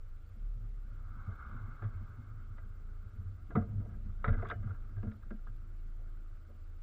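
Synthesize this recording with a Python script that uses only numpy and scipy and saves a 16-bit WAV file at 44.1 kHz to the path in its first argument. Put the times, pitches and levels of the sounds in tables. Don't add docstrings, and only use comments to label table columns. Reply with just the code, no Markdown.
import sys
import numpy as np
from scipy import signal
from scipy.io import wavfile
from scipy.ndimage import uniform_filter1d

SR = 44100
rng = np.random.default_rng(int(sys.argv[2]) if len(sys.argv) > 2 else 0)


def boost(x):
    u = np.asarray(x, float) / 20
    return 10 ** u


def to_wav(s):
    ch = np.atleast_2d(s).T
    pcm = np.round(np.clip(ch, -1, 1) * 32767)
    wavfile.write(sys.argv[1], SR, pcm.astype(np.int16))


N = 300850
TIME = np.arange(N) / SR

# time in seconds, loose grit in dB, roughness in dB.
GROUND = [(0, -74.5, -63), (.35, -76.5, -52), (.76, -75.5, -59), (1.01, -69.5, -52.5), (1.18, -61, -56),
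          (1.46, -57, -50.5), (2.41, -70, -54), (2.7, -71, -55.5), (3.45, -73.5, -55.5), (3.71, -71, -40),
          (4.05, -78, -48), (4.27, -70, -49.5), (4.4, -55.5, -44), (4.54, -71.5, -41.5), (4.74, -69, -48),
          (5.41, -76, -54.5), (6.3, -73.5, -62), (6.7, -76, -61)]


def evened(x):
    return x / np.sqrt(np.mean(x ** 2) + 1e-20)


def curves(rows):
    s, *columns = np.transpose(rows)
    return [np.interp(TIME, s, column) for column in columns]


def add(mix, s, sound):
    part = mix[round(s * SR):][:len(sound)]
    part += sound[:len(part)]


def wander(per_s):
    hz, phase = np.geomspace(per_s / 10, per_s, num=16), rng.random(16)
    coarse = TIME[::256]
    sines = np.sin(2 * np.pi * (hz * coarse[:, None] + phase))
    return evened(np.interp(TIME, coarse, sines @ hz ** -.5))


def ring(x, modes):
    out = np.zeros(len(x))
    for k, (hz, width, db) in enumerate(modes):
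        pole = np.exp((2j * np.pi * hz - np.pi * abs(width)) / SR)
        answer = signal.lfilter([1], [1, -pole], x).imag
        out += (-1) ** k * boost(db) * np.sqrt(1 - abs(pole)) * answer
    return out


def noise(spectrum, patchy_db, size):
    hz = np.fft.rfftfreq(size, 1 / SR)
    a, b, patches = rng.standard_normal((4 * N // size + 5, len(hz), 3)).T
    patches = uniform_filter1d(patches, size=8, axis=0)
    patches = evened(uniform_filter1d(patches, size=8, axis=1))
    f, db = np.transpose(spectrum)
    shape_db = np.interp(np.log(hz + 1), np.log(f + 1), db, left=-120, right=-120)
    z = (a + 1j * b) * boost(shape_db[:, None] + patchy_db * patches)
    return evened(signal.istft(z, nperseg=size, noverlap=3 * size // 4)[1][:N])


def engine():
    # time in seconds, firing rate in Hz, level of the firing order in dB.
    idle = [(0, 24.1, -43), (.15, 24.8, -43), (.3, 27.5, -54), (.45, 35.4, -36), (.75, 34.3, -41),
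            (.9, 30.8, -42), (1.11, 28.1, -44), (1.52, 27.9, -43), (2.25, 27, -46), (2.46, 27.8, -46),
            (2.99, 27.8, -43), (3.55, 27.7, -48), (3.85, 28.4, -41), (4.25, 28.3, -40), (5.13, 26.5, -42),
            (5.55, 27.5, -41), (6.03, 27.8, -40.5), (6.3, 27.1, -44)]
    # time in seconds, change in dB, half length in seconds.
    rocks = [(0.086, -4, 0.028), (0.205, -0.5, 0.046), (0.605, -4, 0.059), (1.277, -11, .07),
             (1.434, -14.5, 0.096), (1.8, -6.5, 0.057), (2.135, -16, 0.07), (2.24, -22, 0.065),
             (3.12, -7.5, .12), (3.366, -16, 0.065), (3.7, -15, 0.07), (3.885, -12, .1), (4.328, 13, 0.079),
             (4.527, -17.5, 0.089), (4.714, -13, 0.058), (4.92, -2.5, 0.072), (5.16, -17, 0.11),
             (5.672, -4, 0.12), (6.493, -10, 0.15)]
    # order as a multiple, level in dB against order 3.
    uneven = [(2.5, -17), (3.5, -10.5), (4, -15.5)]
    average_rough_db, drift_db = -51, 2.3

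    hz, first_db = curves(idle)
    for s, db, half in rocks:
        first_db = first_db + db * np.maximum(1 - abs(TIME - s) / half, 0)
    turn = 2 * np.pi * np.cumsum(hz) / SR
    rough_db = curves(GROUND)[1] - average_rough_db
    second_db = -55 + 0.46 * rough_db + drift_db * wander(per_s=2)
    second_db += -5.5 * np.clip(2 * (TIME - 5.5), 0, 1)
    third_db = -58 + 0.11 * rough_db + drift_db * wander(per_s=2)
    orders = [(1, first_db), (2, second_db), (3, third_db)]
    orders += [(round(2 * k) / 2, third_db + db) for k, db in uneven]
    return sum(np.sqrt(2) * boost(db) * np.sin(k * turn) for k, db in orders)


def road():
    # frequency in Hz, density in dB per Hz.
    cavity = [(410, -41.5), (700, -14.5), (920, -12), (1040, -13), (1180, 1), (1400, 2), (1600, -5),
              (1830, -32.5), (2150, -12.5), (2350, -32), (3050, -35), (3600, -32.5), (4500, -45),
              (7000, -64.5)]
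    # pitch in Hz, width in Hz, level in dB.
    panel = [(99.3, 12, 1), (108, 12, -4), (212.8, 34, -14), (138.2, 13, -13)]
    # frequency in Hz, density in dB per Hz.
    structure = [(10, -26.5), (18, -3.5), (35, -14), (50, -16.5), (75, -10.5), (103, -16), (145, -29),
                 (180, -40), (244, -34), (302, -29.5), (402, -36), (600, -37.5), (1000, -48.5), (1300, -84)]

    cavity_db, panel_db = curves(GROUND)
    stirred = boost(-63.5) + boost(cavity_db - 7) + boost(panel_db - 18)
    clumps = evened(uniform_filter1d(rng.standard_normal(N), size=500))
    hiss = noise(cavity, patchy_db=1.5, size=512) * boost(0.26 * clumps)
    gusts = evened(uniform_filter1d(rng.standard_normal(N), size=1500))
    jolts = rng.standard_normal(N) * boost(4.24 * gusts)
    shake = evened(ring(jolts, panel))
    rumble = noise(structure, patchy_db=1.6, size=4096)
    return boost(cavity_db + 1.0) * hiss + boost(panel_db - 0.8) * shake + boost(3) * stirred * rumble


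def camera():
    # phase of the cycle from 0 to 1, whine pitch in Hz, level in dB.
    readout = [(0, 14955, -83), (.17, 14955, -83), (.21, 14890, -93), (.25, 14945, -82), (.4, 14850, -80.5),
               (.47, 14845, -81), (.51, 14840, -104), (.91, 14930, -104), (.96, 14950, -84)]
    # frequency in Hz, density in dB per Hz.
    preamp = [(900, -20.5), (1800, 0.5), (2500, -4), (3200, -7), (5000, -11), (8000, -16.5), (12500, -20.5),
              (13800, -29.5), (15300, -36.5)]
    readout_per_s = 15 / 1.001

    phase, hz, db = np.transpose(readout)
    cycle = TIME * readout_per_s % 1
    wobble_hz = 65 * evened(uniform_filter1d(rng.standard_normal(N), size=600))
    turn = 2 * np.pi * np.cumsum(np.interp(cycle, phase, hz, period=1) + wobble_hz) / SR
    gate = boost(np.interp(cycle, phase, db, period=1))
    whine = gate * (np.sin(turn) + boost(-9.5) * np.sin(turn / 2))
    return whine + boost(-80.5) * noise(preamp, patchy_db=-1.35, size=512)


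def panel_swings(events):
    out, t = np.zeros(N), np.arange(SR // 2) / SR
    rise_turns = 1.5
    for (s, db, hz, t60), phase in zip(events, rng.random((len(events), 2))):
        partner = np.sin(2 * np.pi * (1.17 * hz * t + phase[0]))
        swing = np.sin(2 * np.pi * hz * t) + 0.17 * partner
        envelope = (1 - np.exp(-t * hz / rise_turns)) * boost(-60 * t / max(t60, .03))
        add(out, s - .004, boost(db) * swing * envelope / envelope.max())
    return out


def thumps():
    # time in seconds, peak in dB, panel pitch in Hz, ring t60 in seconds.
    ruts = [(.03, -50, 87.6, 0.2), (.6, -49, 109, .48), (.908, -50, 91.7, 0.22), (1.035, -43.5, 88, 0.29),
            (1.278, -33.5, 95.5, 0.14), (1.54, -48, 125, 0.13), (1.682, -44.5, 117, 0.16),
            (1.822, -36, 99, 0.21), (1.85, -31, 102.3, .16), (1.952, -36.5, 92.7, 0.19),
            (2.175, -43.5, 104.6, 0.22), (2.29, -45.5, 108, 0.67), (2.5, -45, 101.4, 0.21),
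            (3.06, -48, 96, 0.26), (3.188, -35, 89, 0.16), (3.256, -37.5, 95.1, 0.47),
            (3.554, -29.5, 140, .16), (3.573, -28.5, 94.9, 0.22), (3.601, -42, 81.2, 0.17),
            (3.736, -38, 93.7, .22), (4.047, -43, 85, 0.46), (4.278, -23.5, 84, 0.18),
            (4.287, -22, 108, 0.1), (4.378, -31.5, 90.6, 0.2), (4.659, -33.5, 108, 0.1),
            (4.699, -32.5, 96.4, 0.16), (4.972, -33, 100, 0.16), (5.068, -33.5, 96.7, 0.14)]
    return panel_swings(ruts)


def belt():
    # start in seconds, end in seconds, pitch in Hz, level in dB.
    lines = [
        (3.2, 3, 440, -79),
        (5.42, 6.82, 330, -76.5),
        (2.8, 4.2, 357, -85),
        (4.6, 6, 380, -84),
        (.35, .8, 420, -79.5),
        (1.55, 3.3, 415, -80),
        (5.6, 6.15, 370, -86),
    ]
    out = np.zeros(N)
    for start, end, hz, db in lines:
        on = uniform_filter1d(1. * (TIME > start) * (TIME < end), size=6000)
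        turn = 2 * np.pi * np.cumsum(hz * (1 + 0.01017 * wander(per_s=2))) / SR
        out += on * boost(db + 1.5 * wander(per_s=5)) * np.sqrt(2) * np.sin(turn)
    return out


def bonks():
    # time in seconds, peak in dB, pitch in Hz, ring t60 in seconds.
    upper_mode = [(1.272, -48, 197, .15), (1.461, -56, 197, .15), (1.545, -53.5, 241, 0.2),
                  (1.677, -54, 234, 0.22), (1.83, -53.5, 227, 0.36), (2.184, -57, 241, 0.27),
                  (3.028, -57.5, 188, 0.14), (3.197, -55.5, 190.3, 0.26), (3.503, -49.5, 291, 0.094),
                  (3.556, -32, 198.3, 0.25), (3.573, -26.5, 223.5, 0.14), (3.879, -48.5, 215, 0.072),
                  (4.05, -51, 190, .29), (4.28, -34, 211.6, 0.059), (4.306, -39.5, 227.8, .28),
                  (4.37, -40.5, 232.3, 0.1), (4.64, -44.5, 212, 0.15), (5.033, -39.5, 210.9, 0.29),
                  (5.073, -36.5, 214.7, 0.18), (5.311, -50.5, 345, .1), (5.312, -41, 213.4, 0.12),
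                  (5.342, -42.5, 215, .1), (6.483, -61, 220, 0.33)]
    return panel_swings(upper_mode)


def blows():
    # time in seconds, peak in dB, dull modes in dB,
    # rattle t60 in seconds, favoured pitch in Hz.
    on_mount = [(1.8218, -42.5, -6, 0.1, 1320), (3.5073, -43.5, -2, 0.068, 1400),
                (3.5536, -31.5, 2, 0.11, 1230), (3.5796, -50, 1, 0.25, 1290),
                (3.6192, -51.5, -2, 0.12, 1250), (4.3887, -39, -5, .059, 1220),
                (4.4244, -36.5, 1.5, 0.057, 1410), (4.4495, -37.5, -7.5, 0.093, 1160),
                (4.5135, -35.5, -3.5, 0.088, 1750), (4.707, -46, -12, 0.061, 1320),
                (4.7441, -51, -30, .076, 1390), (4.966, -54.5, -2, 0.17, 1580),
                (5.0308, -47.5, 6.5, 0.11, 1454), (5.2268, -55.5, -24, 0.089, 1430),
                (5.308, -43.5, -4, 0.058, 1430), (5.471, -49.5, -24, 0.082, 1320)]
    # time in seconds, peak in dB, bright modes in dB,
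    # rattle t60 in seconds, favoured pitch in Hz.
    on_lid = [
        (1.8387, -50.5, -23.5, 0.15, 1090),
        (2.5825, -51.5, -26, 0.071, 1285),
        (4.2446, -33, -28, .14, 1017),
        (4.2568, -37, -25, 0.05, 1320),
        (4.2793, -29.5, -27, 0.1, 1340),
        (4.3296, -38.5, -33, 0.1, 1620),
        (4.4712, -50.5, -10, 0.057, 1270),
        (4.4876, -44.5, -14, 0.13, 1580),
        (4.5015, -32.5, -17.5, 0.054, 1620),
        (5.1164, -48.5, -19.5, 0.047, 1400),
    ]
    # time in seconds, peak in dB, dull modes in dB.
    scuffs = [(1.2748, -63, 7), (3.799, -58.5, 3.5), (3.8487, -63.5, 7.5), (3.8901, -55, -8),
              (3.93, -60, -9), (4.048, -58, -9), (4.0865, -59.5, -9), (4.6259, -53, -5.5),
              (4.6594, -53.5, -3.5), (4.689, -54.5, -10), (5.0694, -53.5, -13), (5.9886, -68, 8),
              (6.4867, -68, 7.5)]
    hard_rise_s, scuff_rise_s = 0.0019, .008

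    rows = [(s, db, dull_db, -39, t60, hz, hard_rise_s) for s, db, dull_db, t60, hz in on_mount]
    rows += [(s, db, -8, bright_db, t60, hz, hard_rise_s) for s, db, bright_db, t60, hz in on_lid]
    rows += [(s, db, dull_db, -32, .18, 1282, scuff_rise_s) for s, db, dull_db in scuffs]
    return sorted(rows)


def knocks():
    # pitch in Hz, width in Hz, level in dB.
    mount_modes = [(300, 40, -10), (345, 40, -9), (395, 40, -7.5), (450, 30, -3), (585, 40, -7),
                   (666, 25, -8), (714, 30, -8), (820, 50, -21), (955, 40, -19)]
    case_modes = [(1230, 150, -2), (1320, 47, -1.5), (1387, 46, -3), (1456, 180, -1), (1594, 23, -4.5),
                  (1720, 160, -8), (1996, 79, -8), (2230, 180, -13.5), (2350, 130, -19), (3740, 230, -32)]
    lid_modes = [(2400, 560, 2), (3000, 360, -10), (3300, 120, -2), (3740, 250, 2.5), (3774, 86, 2),
                 (4770, 220, -19)]
    strong_db, lid_db = -38, -27
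    wall_hz = 4250

    t, out = np.arange(SR // 4) / SR, np.zeros(N)
    events = blows()
    draws = rng.standard_normal((len(events), 5, len(t)))
    for (s, db, dull_db, bright_db, t60, hz, rise), z in zip(events, draws):
        chatter = boost(3.3 * evened(uniform_filter1d(z[3], size=90)))
        blow = 1 + 0.71 * np.exp(-t / 0.0021)
        fall_db = -60 * t / max(t60, .01)
        envelope = chatter * blow * np.minimum(t / max(rise, 5e-4), 1) * boost(db)
        dull = [(f, w, m_db + 2.5 * u) for (f, w, m_db), u in zip(mount_modes, z[4])]
        hard_db = min(.8 * max(db - strong_db, bright_db - lid_db), 0)
        case = [(f, w, m_db + hard_db * (f > 1700)) for f, w, m_db in case_modes]
        case += [(hz, 110, 1.5)]
        sound = boost(dull_db + 1.5) * ring(envelope * boost(0.68 * fall_db) * z[0], dull)
        sound += boost(-4) * ring(envelope * boost(fall_db) * z[1], case)
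        sound += boost(bright_db + 1.5) * ring(envelope * boost(1.3 * fall_db) * z[2], lid_modes)
        add(out, s - .003, sound)
    return signal.sosfilt(signal.butter(4, wall_hz, fs=SR, output="sos"), out)


def ticks():
    # time in seconds, peak in dB, top of the band in Hz.
    clicks = [
        (4.4875, -47, 8500),
        (5.118, -59, 4200),
        (5.3075, -56, 6000),
    ]
    out, t = np.zeros(N), np.arange(600) / SR
    for (s, db, top_hz), z in zip(clicks, rng.standard_normal((len(clicks), len(t)))):
        band = signal.butter(3, [3000, top_hz], "bandpass", fs=SR, output="sos")
        envelope = boost(db - 60 * t / 0.01) * np.minimum(t / 0.0032, 1)
        add(out, s, signal.sosfilt(band, envelope * z))
    return out


def latch():
    # time in seconds, pitch in Hz, level in dB, t60 in seconds.
    single_ring = (4.505, 2955, -65.5, .24)
    s, hz, db, t60 = single_ring
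    age = np.maximum(TIME - s, 0)
    return boost(db - 60 * age / t60) * np.minimum(age / 0.0092, 1) * np.sin(2 * np.pi * hz * age)


def scene():
    car = engine() + road() + belt()
    jolted = thumps() + bonks() + knocks() + ticks() + latch()
    return (car + camera() + jolted)[None]


def roll_off(x):
    return signal.sosfilt(signal.butter(12, 15230, fs=SR, output="sos"), x)


def record(dry):
    return roll_off(dry)


dry = scene()
out = record(dry)
to_wav(out)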